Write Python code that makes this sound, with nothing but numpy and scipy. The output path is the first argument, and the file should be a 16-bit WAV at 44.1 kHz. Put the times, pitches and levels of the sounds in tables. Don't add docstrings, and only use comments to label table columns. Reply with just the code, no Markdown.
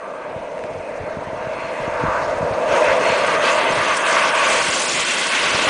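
import sys
import numpy as np
from scipy import signal
from scipy.io import wavfile
from scipy.ndimage import uniform_filter1d

SR = 44100
rng = np.random.default_rng(int(sys.argv[2]) if len(sys.argv) > 2 else 0)


def unload_audio(sound):
    columns = np.transpose(np.atleast_2d(sound))
    steps = np.round(np.clip(columns, -1, 1) * 32767)
    wavfile.write(sys.argv[1], SR, steps.astype(np.int16))


def boost(x):
    u = np.asarray(x, float) / 20
    return 10 ** u


N = 250929
HOP, SIZE = 256, 1024
FRAMES = N // HOP + 4

# [t/s,
# tailpipe drone level/dB, exhaust jet level/dB]
TAKEOFF_RUN = [(0, -31.5, -56.5), (.6, -25, -53), (1.3, -26.5, -52), (1.7, -24.5, -48), (2.15, -21.5, -45),
               (2.45, -19.5, -45), (2.62, -17.5, -43.5), (2.76, -14.5, -32.5), (3.02, -14.5, -36.5),
               (3.15, -16, -35), (3.5, -18, -29), (4.0, -23.5, -30), (4.06, -18.5, -28), (4.55, -20, -27),
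               (4.75, -20, -25), (5.1, -26.5, -24), (5.3, -22.5, -25), (5.69, -17.5, -24)]


def evened(x):
    return x / np.sqrt(np.mean(x ** 2) + 1e-20)


def columns(rows, t):
    s, *values = np.transpose(rows)
    return [np.interp(t, s, v) for v in values]


def follow(law, t):
    drone_db, jet_db = columns(TAKEOFF_RUN, t)
    return law[0] * drone_db + law[1] * jet_db + law[2]


def resonances(modes, hz, shift, steep):
    return sum(boost(db) ** 2 / (1 + (2 * (hz - f * shift) / width) ** 2) ** steep for f, width, db in modes)


def at_level(power, db, hz, lo_hz, hi_hz):
    inside = (hz >= lo_hz) & (hz < hi_hz)
    return power / (power * inside).sum(1, keepdims=True) * boost(db)[:, None] ** 2


def drift(frames, bins):
    z = rng.standard_normal((FRAMES, SIZE // 2 + 1))
    for _ in range(2):
        z = uniform_filter1d(z, frames, axis=0)
        z = uniform_filter1d(z, bins, axis=1)
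    return evened(z)


def noise(power):
    a, b = rng.standard_normal((FRAMES, SIZE // 2 + 1, 2)).transpose(2, 0, 1)
    z = np.sqrt(power * 8 / 3) * (a + 1j * b) / 2
    return signal.istft(z.T, nperseg=SIZE, noverlap=SIZE - HOP)[1][:N]


def air_gain_db(t, hz):
    # [t/s, half length/s, f/Hz, gain/dB]
    air_pockets = [(2.12, 0.15, 1250, 10), (1.7, 0.21, 2460, 3.5), (3.392, 0.02, 5000, -8),
                   (3.47, 0.029, 5300, 3.5), (3.664, 0.035, 6000, -9), (3.97, 0.0077, 8000, 12.5),
                   (4.325, 0.017, 5000, -10), (4.15, .15, 1170, 1.5), (.1, 0.13, 1150, 5.5),
                   (0.27, 0.062, 2000, 4.5), (0.73, 0.092, 900, 0), (4.735, 0.23, 7800, 6.5),
                   (5.4, 0.072, 2000, 4), (3.1, 0.026, 2600, 4), (3.07, .04, 7600, 6.5),
                   (4.7, 0.017, 6500, -2.5), (.7, 0.11, 2200, -4), (2.21, 0.075, 5700, 5),
                   (4.29, 0.18, 366, -4), (4.1, 0.07, 8200, 4), (4.04, .02, 5800, -9), (2.9, 0.13, 550, 2),
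                   (2.4, 0.11, 2300, -3.5), (3.74, .06, 210, 5), (1.79, 0.044, 9000, 5.5),
                   (3.15, 0.044, 3700, 4), (2.89, 0.04, 1700, 4), (3.92, 0.085, 1300, 3.5),
                   (4.8, 0.13, 2200, -2.5), (5.62, 0.11, 180, 4)]
    # [t/s, gain/dB]
    eddy_fades = [(1.33, -3), (2.46, -0.5), (2.66, -5.5), (2.79, -3.5), (2.99, -2.5), (3.2, -1.5),
                  (3.39, -4), (3.555, -2.5), (3.74, -4.5), (3.84, -1), (3.97, -3.5), (4.03, -3.5),
                  (4.26, -2.5), (4.31, -1), (4.701, -0.5), (4.87, -2), (5.04, -0.5), (5.29, -3.5),
                  (5.5, -1.5)]
    bumps = [(*row, 0.48) for row in air_pockets]
    bumps += [(s, 0.016, 2200, db, 0.7) for s, db in eddy_fades]
    total_db = 0
    for s, half, f, db, octaves in bumps:
        in_time = np.exp(-.5 * ((t - s) / half) ** 2)
        in_pitch = np.exp(-.5 * (np.log2((hz + 1) / f) / octaves) ** 2)
        total_db = total_db + db * in_time * in_pitch
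    return total_db


def doppler_factor(t):
    approach, recede, abeam_s, turn_s = 1.033, 0.99, 4.15, .15
    return (recede + (approach - recede) / (1 + np.exp((t - abeam_s) / turn_s)))[:, None]


def pair_balance(t):
    # [t/s, half length/s, change of share, pair level/dB]
    yaws = [(.05, 0.13, .5, 1), (1.02, 0.065, 0.69, -3), (1.35, .15, -0.13, 2.5), (2.85, .08, -.15, 0),
            (3.38, 0.15, 0.41, 1.5), (3.64, .06, -.4, 1.5), (3.9, 0.053, 0.24, 2), (4.128, 0.067, 0.28, 3),
            (4.453, 0.13, .15, 2), (5.3, 0.12, 0.053, -1)]
    share = np.clip(follow((-0.02, 0.021, 0.72), t), .1, .7)
    pair_db = follow((0.62, .42, 3.62), t)
    for s, half, swing, swell_db in yaws:
        bump = np.exp(-.5 * ((t - s) / half) ** 2)
        share = share + swing * bump
        pair_db = pair_db + swell_db * bump
    return np.clip(share, 0, 1)[:, None], pair_db


def tailpipe(t, hz, share, pair_db):
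    # [f/Hz, width/Hz, level/dB]
    low_modes = [
        (517.3, 125, -5),
        (622.3, 128, -1.5),
    ]
    # [f/Hz, width/Hz]
    mode_pair = [
        (930, 95),
        (1125, 105),
    ]
    # [f/Hz, width/Hz, level/dB]
    third_mode = [
        (1515, 240, 2.5),
    ]
    # [f/Hz, width/Hz, level/dB]
    upper_modes = [
        (2122, 360, -1),
        (2530, 230, -6.5),
        (2710, 205, -4),
    ]
    doppler = doppler_factor(t)
    drone_db = columns(TAKEOFF_RUN, t)[0]
    low = resonances(low_modes, hz, np.ones((FRAMES, 1)), 3.06)
    low = at_level(low, drone_db, hz, 420, 780)

    (front_hz, front_width), (rear_hz, rear_width) = mode_pair
    front = resonances([(front_hz, front_width, 0)], hz, 1, 1.25)
    rear = resonances([(rear_hz, rear_width, 0)], hz, doppler, 1.25)
    second = at_level((1 - share) * front + share * rear, pair_db, hz, 910, 1300)

    top_db = np.minimum(follow((.1, 0.71, 16), t), -8)[:, None]
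    upper = resonances(third_mode, hz, doppler, 1.26) + resonances(upper_modes, hz, 0.97, 0.92)
    upper = upper + resonances([(3340, 330, top_db)], hz, 0.93, 1.06)
    slant_db = follow((-0.19, 0.29, 6.6), t)[:, None]
    upper = upper * boost(slant_db * np.log2(np.clip(hz, 1300, 3500) / 2000)) ** 2
    upper = at_level(upper, follow((0.25, 0.69, 6.07), t) - .7, hz, 1540, 2660)
    return low + second + upper


def exhaust_jet(t, hz):
    jet_db = columns(TAKEOFF_RUN, t)[1]
    tilt_db = follow((-0.13, 0.1, -8), t)[:, None]
    hiss = boost(tilt_db * np.log2((hz + 1) / 5000)) ** 2 / (1 + (2500 / (hz + 1)) ** 2.95)
    port_low = 1.5 * resonances([(6280, 1700, 0.0063)], hz, 1, 1.1)
    port_high = 0.75 * resonances([(9560, 1800, 0.014)], hz, 0.95, 2.5)
    hiss = hiss * (1 + port_low + port_high)
    return at_level(hiss, jet_db - .8, hz, 3400, 10000)


def path_gain(t, hz, share):
    # [f/Hz, width/Hz, share removed level/dB]
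    notches = [
        (867, 130, -3),
        (1235, 47, -5),
        (1770, 58, -8),
        (3070, 160, -3.5),
        (5090, 170, -13),
    ]
    # [t/s, first cancelled f/Hz, strength 0-1]
    runway_echo = [
        (0, 1950, 0.15),
        (.45, 1540, 0.4),
        (.8, 1260, 0.5),
        (1.1, 1020, 0.26),
        (1.3, 820, 0.07),
        (1.5, 630, 0.4),
        (1.7, 530, 0),
        (5.69, 480, 0),
    ]
    gain = np.clip(1 - (1 - .5 * share) * resonances(notches, hz, 1.0, 1.0), .05, 1)
    notch_hz, echo = (c[:, None] for c in columns(runway_echo, t))
    echo = np.clip(echo, 0, .9) * np.clip((hz - 750) / 250, 0, 1) / (1 + (hz / 3200) ** 4)
    gain = gain * (1 + 2 * echo / (1 + echo ** 2) * np.cos(np.pi * hz / notch_hz))
    gain = gain * boost(air_gain_db(t[:, None], hz)) ** 2
    lift_s, lift_db, lift_hz = 4.615, -6, 2410
    airborne = np.clip((t[:, None] - lift_s) / 0.011, 0, 1)
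    gain = gain * boost(lift_db * airborne / (1 + (hz / lift_hz) ** 3)) ** 2
    return gain / (1 + (260 / (hz + 1)) ** 6)


def engine():
    t, hz = np.arange(FRAMES) * HOP / SR, np.fft.rfftfreq(SIZE, 1 / SR)[None]
    share, pair_db = pair_balance(t)
    gain = path_gain(t, hz, share)
    scatter_db = 1.3 * drift(frames=14, bins=5) + .9 * drift(frames=4, bins=30)
    scatter_db = np.clip(hz / 2000, .2, 1) * scatter_db
    body = noise(tailpipe(t, hz, share, pair_db) * gain * boost(scatter_db) ** 2)
    patches_db = 1.16 * drift(frames=8, bins=20) + 2.7 * drift(frames=2, bins=40)
    fizz = noise(exhaust_jet(t, hz) * gain * boost(patches_db) ** 2)
    flutter = evened(uniform_filter1d(rng.standard_normal(N), size=180))
    return body + fizz * boost(.6 * flutter)


def rotor_tone(hz, db, twinkle_db):
    waver = evened(uniform_filter1d(rng.standard_normal(N), size=900))
    twinkle = evened(uniform_filter1d(rng.standard_normal(N), size=1500))
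    turns = np.cumsum(hz * (1 + .0022 * waver)) / SR
    return np.sqrt(2) * boost(db + twinkle_db * twinkle) * np.sin(2 * np.pi * turns)


def whine():
    # [t/s, f/Hz]
    shaft = [
        (0, 2056),
        (.9, 2098),
        (1.9, 2141),
        (2.65, 2156),
        (3.3, 2148),
        (3.65, 2100),
        (4.1, 2060),
    ]
    # [t/s, half length/s, f/Hz, level/dB]
    glints = [
        (1.1, .05, 4220, -63),
        (1.64, .09, 4233, -51),
        (2.2, .08, 4258, -56),
        (2.7, .05, 4298, -52),
        (3.13, .09, 4306, -37),
    ]
    t = np.arange(N) / SR
    hz, = columns(shaft, t)
    out = rotor_tone(3 * hz, follow((0, 0.87, -21.5), t) + 1.5, twinkle_db=3)
    out += rotor_tone(4 * hz, follow((0, .45, -49.5), t), twinkle_db=3.5)
    out *= np.clip((shaft[-1][0] - t) / 0.15, 0, 1)
    whistle = rotor_tone(2 * hz, follow((0, 0.77, -27), t), twinkle_db=0.5)
    out += whistle * np.clip((3.45 - t) / .15, 0, 1)
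    for s, half, f, db in glints:
        out += rotor_tone(f + 0 * t, db, twinkle_db=2) * np.exp(-.5 * ((t - s) / half) ** 2)
    return out


def rumble(colour, db, lo_hz, hi_hz, lumpy_db):
    hz = np.fft.rfftfreq(SIZE, 1 / SR)[None]
    f, gain_db = np.transpose(colour)
    shape_db = np.interp(np.log(hz + 1), np.log(f), gain_db, right=-80)
    power = boost(shape_db) ** 2 + np.zeros((FRAMES, 1))
    lumps = uniform_filter1d(rng.standard_normal(N), size=900)
    lumps = evened(uniform_filter1d(lumps, size=900))
    return noise(at_level(power, db, hz, lo_hz, hi_hz)) * boost(lumpy_db * lumps)


def wind():
    # [t/s, peak level/dB, width/ms]
    thumps = [(0.363, -21, 2.8), (0.644, -26, 1.4), (0.7563, -26, 2.2), (0.7768, -26, 2.7),
              (1.036, -23, 2.2), (1.171, -19, 1.4), (1.185, -24, 3.8), (1.2723, -24, 2.8), (1.285, -27, 2),
              (1.3317, -21, 1), (1.472, -22, 1.6), (1.801, -26, 2), (1.8787, -16, 0.97),
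              (2.0308, -19.5, 2.7), (2.0383, -11.5, 1.3), (2.0508, -18, 2), (2.0839, -18.5, 1.6),
              (2.2257, -28, 1.4), (2.409, -19, 2.2), (2.43, -15.5, 1.4), (2.441, -23.3, 2.2),
              (2.509, -17.5, 3.8), (2.728, -27, 3.8), (3.1023, -20, 1.9), (3.127, -27, 2.2),
              (3.706, -18, 1), (3.8096, -25, 2.2), (4.688, -26.5, 2.2), (5.5465, -19, 2.2),
              (5.6688, -22.1, 1.5)]
    # [t/s, level/dB]
    breeze = [
        (0, -64),
        (.3, -50),
        (2.6, -50),
        (2.9, -42),
        (3.5, -51),
        (4.05, -58),
        (4.55, -47),
        (5.0, -52),
        (5.35, -55),
    ]
    # [f/Hz, level/dB per Hz]
    roar_colour = [(40, -25), (110, -23.5), (180, -2.5), (300, 0), (450, 0.5), (800, 0), (1500, -8.5)]
    buffet_colour = [(15, -20), (35, -0.5), (70, -1.5), (120, 8), (200, -13.5), (400, -30)]
    t = np.arange(FRAMES) * HOP / SR
    roar_db = follow((0.45, .12, -24), t) + air_gain_db(t, 280)
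    gust_db, gust_s = -27.5, .09
    gusts = sum(boost(db + gust_db) ** 2 * np.exp(-.5 * ((t - s) / gust_s) ** 2) for s, db, _ in thumps)
    buffet_db = 10 * np.log10(gusts + boost(columns(breeze, t)[0]) ** 2)
    out = rumble(roar_colour, roar_db + 4.0, 150, 400, lumpy_db=1.4)
    out += rumble(buffet_colour, buffet_db + 0.5, 25, 130, lumpy_db=4.5)
    pushes, ms = np.zeros(N), np.arange(-400, 400) / SR * 1000
    for s, db, width_ms in thumps:
        part = pushes[round(s * SR) - 400:][:800]
        part += (boost(db + 3.5) * np.exp(-2.8 * (ms / width_ms) ** 2))[:len(part)]
    bass_cut = signal.butter(3, 95, "high", fs=SR, output="sos")
    return out + signal.sosfilt(bass_cut, pushes)


def camera():
    # [f/Hz, level/dB rms]
    electronic_tone = [
        (8861, -69),
    ]
    # [t/s, peak level/dB]
    ticks = [
        (0.5807, -23),
        (0.592, -21),
        (0.639, -18),
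        (1.2424, -23),
    ]
    t = np.arange(N) / SR
    out = sum(np.sqrt(2) * boost(db) * np.sin(2 * np.pi * hz * t) for hz, db in electronic_tone)
    out = out * boost(3.0 * evened(uniform_filter1d(rng.standard_normal(N), size=2500)) - 1.5)
    out += boost(-63.5) * evened(signal.lfilter([1], [1, -.4], rng.standard_normal(N)))
    u = np.arange(300) / SR
    for s, db in ticks:
        ring = np.sin(2 * np.pi * 1700 * u) * np.exp(-u / 0.00054)
        snap = ring + 0.19 * rng.standard_normal(300) * np.exp(-u / 0.00029)
        out[round(s * SR):][:300] += boost(db) * snap / abs(snap).max()
    return out


def scene():
    return (engine() + whine() + wind() + camera())[None]


def band_limit(x):
    return signal.sosfilt(signal.butter(12, 10780, fs=SR, output="sos"), x)


def record(dry):
    limited = .95 * np.tanh(dry[0] / .95)
    hz, t, z = signal.stft(limited, SR, nperseg=256, noverlap=192)
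    edges_hz = np.array([5000, 5700, 6400, 7200, 8000, 8800, 9600, 11000])
    bands = len(edges_hz) + 1
    chance = np.interp(t, [0, 3.3, 3.9, 4.9, 5.2], [.012, .03, .07, .085, .025])[:, None]
    empty = np.zeros((len(t), bands), bool)
    for block in (4, 8):
        draws = rng.random((len(t) // block + 1, bands))
        empty |= np.repeat(draws, block, axis=0)[:len(t)] < chance
    empty[:, [0, -1]] = False
    empty = empty[:, np.searchsorted(edges_hz, hz)].T
    x = signal.istft(np.where(empty, boost(-34) * z, z), SR, nperseg=256, noverlap=192)[1][:N]
    low_pass = signal.firwin(1279, 10075, window=("kaiser", 10), fs=SR)
    x = signal.oaconvolve(x, low_pass, "same")
    return band_limit(x[None])


dry = scene()
out = record(dry)
unload_audio(out)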